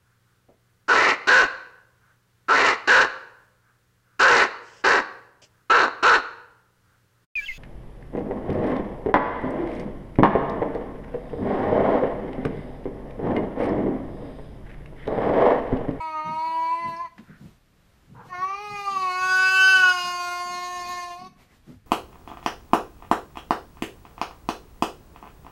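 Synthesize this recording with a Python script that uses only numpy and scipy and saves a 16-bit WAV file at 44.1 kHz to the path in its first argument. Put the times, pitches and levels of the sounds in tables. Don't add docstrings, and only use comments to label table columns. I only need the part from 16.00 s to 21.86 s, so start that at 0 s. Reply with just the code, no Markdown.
import sys
import numpy as np
from scipy import signal
from scipy.fft import rfft, irfft, next_fast_len
from scipy.io import wavfile
from scipy.ndimage import uniform_filter1d

SR = 44100
rng = np.random.default_rng(int(sys.argv[2]) if len(sys.argv) > 2 else 0)


def bounce(signal):
    frames = np.transpose(np.atleast_2d(signal))
    limited = np.clip(frames, -1, 1)
    pcm = np.round(limited * 32767).astype(np.int16)
    wavfile.write(sys.argv[1], SR, pcm)


N = 258426
TIME_S = np.arange(N) / SR

# t/s, f/Hz
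FIRST_PITCH = [(0.0, 321.7), (0.202, 308.4), (0.416, 318.4), (0.442, 322.9), (0.696, 328.4), (0.712, 331.4),
               (0.818, 337.3), (0.956, 332.5), (1.028, 345.7), (1.058, 338), (1.085, 310)]
SECOND_PITCH = [(2.28, 358), (2.3, 373), (2.32, 365), (2.36, 354.7), (2.4, 365.4), (2.42, 372.7),
                (2.6, 407.2), (2.62, 418.8), (2.73, 411), (2.93, 392.5), (2.96, 382.2), (3.11, 364.5),
                (3.23, 370.9), (3.48, 375.9), (3.5, 376.9), (3.71, 380), (3.99, 356.8), (4.3, 353.8),
                (4.74, 358.3), (4.87, 353), (4.89, 358.3), (5.15, 350.2), (5.22, 367.4), (5.29, 376)]
# t/s, level/dB, jaw opening/0-1, lip opening/0-1, tongue f/Hz, tongue lift/dB
FIRST_MOUTH = [(0, -47, .22, 0.39, 2260, 19.5), (.2, -41.5, 0.25, 0.02, 2080, 11),
               (.42, -43, 0.15, 0.31, 2260, 6.5), (.58, -41, 0.12, 0.28, 2150, 10.5),
               (.75, -43.5, 0, 0.31, 2220, 17), (.95, -43.5, .07, 0.21, 1710, 14),
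               (1.08, -53, 0.21, 0.18, 1990, 18.5)]
SECOND_MOUTH = [(2.29, -51, 0, 0.017, 1680, 11), (2.341, -42.5, 0.55, 0.18, 1950, 27),
                (2.42, -39, 0.57, 0.19, 2000, 19.5), (2.52, -39.5, 0.064, 0.11, 2450, 14),
                (2.72, -38.5, 0.14, 0.38, 2310, 14.5), (2.92, -39.5, 0.098, 0.51, 2640, 15),
                (3.12, -34, 0.55, 0.42, 2280, 13.5), (3.28, -35, 0.76, 0.7, 2666, 12.5),
                (3.68, -37, .92, 0.99, 2888, 31), (3.85, -35, .8, 0.73, 2800, 28.5),
                (4.02, -38.5, 0.5, 0.84, 2780, 12.5), (4.17, -39, 0.49, 0.75, 2610, 11),
                (4.299, -39, 0.58, 0.73, 2240, 7.5), (4.62, -37.5, 0.38, 0.6, 1860, 3.5),
                (5.0, -42, 0.0062, 0.66, 1945, 14.5), (5.14, -42.5, 0.07, 0.47, 1900, -2),
                (5.26, -45, 0, .2, 1953, -12)]
# t/s, level/dB before JAW_GAIN_DB
FIRST_JAW_RING = [(0.0, -29), (0.084, -31.5), (0.12, -36.5), (0.144, -29), (0.326, -30), (0.404, -26),
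                  (0.744, -24), (0.766, -27.5), (0.992, -34), (1.016, -30), (1.076, -36), (1.085, -45)]
SECOND_JAW_RING = [(2.29, -49.5), (2.33, -26), (2.36, -40), (2.43, -23.5), (2.64, -41.5), (2.65, -38.5),
                   (2.78, -37), (2.85, -36), (2.88, -23), (2.94, -35), (2.97, -19.5), (2.99, -31),
                   (3.06, -22), (3.14, -25.5), (3.19, -24), (3.68, -16.5), (3.71, -19.5), (3.76, -14),
                   (3.81, -22), (3.84, -11), (3.99, -31.5), (4.0, -30), (4.88, -35.5), (4.9, -32),
                   (5.22, -44), (5.3, -48)]
# f/Hz, gain/dB
FIRST_THROAT = [(320, -6), (700, -0.5), (1100, -27), (1700, -9.5), (2700, -5.5), (3450, -20.5),
                (4400, -6.5), (5400, -31.5), (6450, -5.5), (7400, -21), (9300, -25.5), (12000, -33),
                (14300, -37.5)]
SECOND_THROAT = [(320, -9.5), (700, 5), (1100, -24.5), (1700, -10), (2700, -9), (3450, -20), (4400, -11),
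                 (5400, -18.5), (6450, -6), (7400, -29), (8200, -23.5), (9300, -28.5), (12000, -32.5),
                 (14300, -38)]
# f/Hz, width/Hz, lift/dB
THROAT_MODES = [(3523, 49, 4.5), (6620, 35, 3), (8000, 100, 4), (10140, 260, 6), (12080, 250, 8)]
# tongue f/Hz, f/Hz, lift/dB
THIRD_RESONANCE = [(1900, 4580, 2.5), (2230, 4460, 3), (2700, 4830, 7.5), (2780, 5030, 15.5)]
# lip opening/0-1, f/Hz, depth/dB
CAVITY_NOTCH = [(.15, 7220, 29), (.4, 6340, 10.5), (.65, 5985, 6)]
# f/Hz, spread/dB
HARMONIC_SWELL = [(1200, .3), (2200, 2.4), (6000, 2.2)]
# t/s, half length/s, added roughness/0-1, rasp/dB before RASP_COLOUR
STRAINS = [(1.06, 0.077, 0.18, 0), (2.28, 0.065, 0.38, 1), (2.533, 0.058, 0.2, -16),
           (2.777, 0.15, 0.05, -5.5), (4.15, .2, 0, -15), (4.95, 0.44, 0, -5), (5.22, 0.14, 0.18, -17)]
# f/Hz, gain/dB
RASP_COLOUR = [(300, -28), (1000, -29), (2100, -19), (2750, -5), (3400, -16), (4500, -2), (6300, -3),
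               (8000, -8), (14000, -8)]
# t/s, level/dB
GRUNT_LEVEL = [(2.14, -74), (2.153, -51.5), (2.21, -44.5), (2.25, -49.5), (2.31, -60), (2.34, -94)]
# f/Hz, width/Hz, relative level/dB
GRUNT_MODES = [(477, 48, 2.5), (940, 360, 6.5), (1380, 280, -4), (1617, 47, -10)]
# t/s, level/dB, rise/s, fall/s, f/Hz
BUMPS = [(0.302, -38, 0.044, 0.035, 159), (.48, -50.5, 0.0061, 0.016, 178),
         (.891, -37.5, 0.047, 0.034, 175), (1.205, -43.5, .019, .021, 198),
         (1.296, -38.5, 0.01, 0.032, 146), (1.456, -40, 0.047, 0.028, 159), (2.12, -46, .032, 0.16, 137),
         (2.391, -42.5, 0.0084, 0.025, 153), (2.729, -45, 0.048, 0.044, 132),
         (2.939, -46.5, .035, 0.091, 175), (3.22, -55.5, 0.02, 0.9, 132), (3.779, -52.5, .015, 0.11, 146),
         (4.045, -49, .008, 0.042, 196), (4.474, -52, 0.018, 0.14, 200), (4.87, -55, .034, .069, 67.4),
         (5.22, -48.5, 0.027, .1, 185), (5.705, -41, .028, 0.031, 187.5), (5.759, -52, 0.036, 0.054, 74.6)]
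# t/s, level/dB, half length/s
RUSTLES = [(0.891, -49.5, 0.021), (1.207, -62, 0.099), (1.324, -73, 0.084), (1.457, -58, 0.09),
           (2.017, -63.5, 0.46), (2.272, -57, 0.028), (4.888, -50, 0.12), (5.415, -55, 0.04),
           (5.542, -58.5, 0.056), (5.703, -56.5, 0.059)]
# f/Hz, relative density/dB
CLOTH_COLOUR = [(200, 3), (500, -4), (1000, -6.5), (2000, -11.5), (4000, -16), (8000, -23), (13000, -27),
                (15000, -20)]
# t/s, level/dB, half length/s, f/Hz
SWISHES = [(1.325, -56, 0.066, 1500), (5.415, -65, 0.038, 2200), (5.517, -65.5, 0.034, 1880)]
# t/s, level/dB, decay/s, f/Hz, width/Hz
TICKS = [(0.965, -44, 0.004, 5160, 450), (1.18, -45, 0.011, 1210, 1410), (1.197, -52, 0.0037, 1520, 2000),
         (4.889, -44.5, .006, 13150, 5050), (5.248, -43, 0.0021, 4340, 679)]
# f/Hz, gain/dB
REVERB_COLOUR = [(300, -18), (1100, -14), (2500, -8), (5000, -4)]
# f/Hz, relative density/dB
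RUMBLE_COLOUR = [(12, -45), (20, 7.5), (178, -3.5), (302, -12), (387, -22), (470, -18.5), (693, -21.5),
                 (914, -25), (1080, -21.5), (1680, -20), (7510, -34), (15000, -35)]

GLIDE_S, ONSET_S, RELEASE_S = .04, .008, .02
JAW_CLOSED_HZ, JAW_OPEN_HZ, JAW_GAIN_DB = 988, 1418.6, 3
JAW_WIDTH_HZ, TONGUE_WIDTH_HZ, THIRD_WIDTH_HZ, NOTCH_WIDTH_HZ = 106, 212, 200, 480
CLOSED_DB_PER_DECADE, OPEN_DB_PER_DECADE = -16.5, 7.5


def yowl(pitch_curve, mouth, ring_curve, throat, jitter=.007, shimmer=.88, harmonics=42):
    span = (TIME_S >= pitch_curve[0][0]) & (TIME_S <= pitch_curve[-1][0])
    t = TIME_S[span]
    pitch_hz = uniform_filter1d(curves_at(pitch_curve, t)[0], int(GLIDE_S * SR))
    voice_db, jaw, lips, tongue_hz, tongue_db = curves_at(mouth, t)
    ring_db, = curves_at(ring_curve, t)
    jaw_hz = JAW_CLOSED_HZ + (JAW_OPEN_HZ - JAW_CLOSED_HZ) * jaw
    rough, rasp = strain(t)
    phase = 2 * np.pi * np.cumsum(pitch_hz * (1 + jitter * rough * drift(56, t))) / SR
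    strength = np.exp(shimmer * rough * drift(23, t))
    caught = np.sqrt(sum(bell(k * pitch_hz, jaw_hz, JAW_WIDTH_HZ) ** 4 for k in range(1, 7)))
    ring = from_db(ring_db + JAW_GAIN_DB) / caught
    voice = 0
    for k in range(1, harmonics + 1):
        hz, mean_hz = k * pitch_hz, k * np.mean(pitch_hz)
        swell_db = db_at(HARMONIC_SWELL, mean_hz) * drift(8, t)
        gain = from_db(voice_db + tract_db(hz, throat, lips, tongue_hz, tongue_db) + swell_db)
        gain += ring * bell(hz, jaw_hz, JAW_WIDTH_HZ) ** 2
        angle = k * phase + rng.uniform(0, np.pi)
        skirt = rasp * from_db(db_at(RASP_COLOUR, mean_hz))
        flutter = 1 + rough * drift(31, t)
        in_phase = flutter + skirt * drift(110, t)
        quadrature = skirt * drift(110, t)
        voice += gain * (in_phase * np.cos(angle) + quadrature * np.sin(angle))
    fade = np.clip(np.minimum((t - t[0]) / ONSET_S, (t[-1] - t) / RELEASE_S), 0, 1)
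    out = np.zeros(N)
    out[span] = voice * strength * fade
    return out


def tract_db(hz, throat, lips, tongue_hz, tongue_db):
    throat_db = db_at(throat, hz) + sum(db * bell(hz, centre, width) for centre, width, db in THROAT_MODES)
    third_hz, third_db = curves_at(THIRD_RESONANCE, tongue_hz)
    mouth_db = tongue_db * bell(hz, tongue_hz, TONGUE_WIDTH_HZ)
    mouth_db += third_db * bell(hz, third_hz, THIRD_WIDTH_HZ)
    notch_hz, depth_db = curves_at(CAVITY_NOTCH, lips)
    cavity_ring = .38 * bell(hz, .8 * notch_hz, NOTCH_WIDTH_HZ / 2)
    cavity_db = depth_db * (cavity_ring - bell(hz, notch_hz, NOTCH_WIDTH_HZ))
    db_per_decade = CLOSED_DB_PER_DECADE + (OPEN_DB_PER_DECADE - CLOSED_DB_PER_DECADE) * lips
    tilt_db = db_per_decade * np.clip(np.log10(hz / 700), 0, 1.1)
    return throat_db + mouth_db + cavity_db + tilt_db


def strain(t, calm_rough=.085, calm_rasp_db=-22):
    rough, rasp = calm_rough, from_db(calm_rasp_db)
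    for at_s, half_s, added_rough, db in STRAINS:
        swell = hump(t, at_s, half_s)
        rough += added_rough * swell
        rasp += from_db(db) * swell
    return rough, rasp


def grunt():
    level_db, = curves_at(GRUNT_LEVEL, TIME_S)
    rattle = sum(from_db(db) * resonant_noise(hz, width_hz) for hz, width_hz, db in GRUNT_MODES)
    span = (TIME_S > GRUNT_LEVEL[0][0]) & (TIME_S < GRUNT_LEVEL[-1][0])
    return from_db(level_db) * unit_rms(rattle) * span


def bumps(relative_width=.67):
    out = 0
    for at_s, db, rise_s, fall_s, hz in BUMPS:
        age_s = TIME_S - at_s
        envelope = np.exp(-(np.minimum(age_s, 0) / rise_s) ** 2 - np.maximum(age_s, 0) / fall_s)
        out += from_db(db) * envelope * resonant_noise(hz, relative_width * hz)
    return out


def cloth(swish_width_hz=600):
    strokes = sum(from_db(db) * hump(TIME_S, at_s, half_s) for at_s, db, half_s in RUSTLES)
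    out = strokes * unit_rms(coloured(rng.standard_normal(N), CLOTH_COLOUR))
    for at_s, db, half_s, hz in SWISHES:
        out += from_db(db) * hump(TIME_S, at_s, half_s) * resonant_noise(hz, swish_width_hz)
    return out


def ticks():
    out = 0
    for at_s, db, decay_s, hz, width_hz in TICKS:
        envelope = (TIME_S >= at_s) * np.exp(-np.abs(TIME_S - at_s) / decay_s)
        out += from_db(db) * envelope * resonant_noise(hz, width_hz)
    return out


def reverb(x, first_echo_s=.0076, low_t60_s=.53, high_t60_s=.24, split_hz=2400):
    t = TIME_S[:SR // 2]
    tail = 0
    for band, t60_s in (("low", low_t60_s), ("high", high_t60_s)):
        echoes = rng.standard_normal(len(t)) * from_db(-60 * t / t60_s) * (t > first_echo_s)
        crossover = signal.butter(4, split_hz, band, fs=SR, output="sos")
        tail += signal.sosfilt(crossover, echoes / np.sqrt(np.sum(echoes ** 2)))
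    return signal.fftconvolve(x, coloured(tail, REVERB_COLOUR))[:N]


def rumble(level_db=-61):
    return from_db(level_db) * unit_rms(coloured(rng.standard_normal(N), RUMBLE_COLOUR))


def from_db(db):
    return 10 ** (db / 20)


def unit_rms(x):
    return x / np.sqrt(np.mean(x ** 2) + 1e-20)


def curves_at(rows, x):
    axis, *columns = np.transpose(rows)
    return [np.interp(x, axis, column) for column in columns]


def db_at(spectrum, hz):
    points_hz, db = np.transpose(spectrum)
    return np.interp(np.log(np.maximum(hz, 1)), np.log(points_hz), db)


def coloured(x, spectrum):
    size = next_fast_len(len(x))
    gain = from_db(db_at(spectrum, np.fft.rfftfreq(size, 1 / SR)))
    return irfft(rfft(x, size) * gain, size)[:len(x)]


def bell(hz, centre_hz, width_hz):
    return 1 / (1 + ((hz - centre_hz) / width_hz) ** 2)


def hump(t, at_s, half_s):
    return np.exp(-((t - at_s) / half_s) ** 2)


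def drift(rate_hz, t):
    step_s = 20 / SR
    pole = np.exp(-2 * np.pi * rate_hz * step_s)
    noise = rng.standard_normal(len(t) // 20 + 1002)
    slow = signal.lfilter([1], [1, -2 * pole, pole * pole], noise)[1000:]
    return np.interp(t, t[0] + np.arange(len(slow)) * step_s, unit_rms(slow))


def resonant_noise(hz, width_hz):
    radius = np.exp(-np.pi * width_hz / SR)
    section = [1, 0, -1, 1, -2 * radius * np.cos(2 * np.pi * hz / SR), radius * radius]
    return unit_rms(signal.sosfilt([section] * 2, rng.standard_normal(N)))


def scene():
    cat = yowl(FIRST_PITCH, FIRST_MOUTH, FIRST_JAW_RING, FIRST_THROAT)
    cat += grunt()
    cat += yowl(SECOND_PITCH, SECOND_MOUTH, SECOND_JAW_RING, SECOND_THROAT)
    direct = cat + bumps() + cloth() + ticks()
    return (direct + rumble() + reverb(direct))[None]


def record(dry, cutoff_hz=14550):
    return signal.sosfilt(signal.ellip(10, .2, 80, cutoff_hz, fs=SR, output="sos"), dry)


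dry = scene()
out = record(dry)
bounce(out)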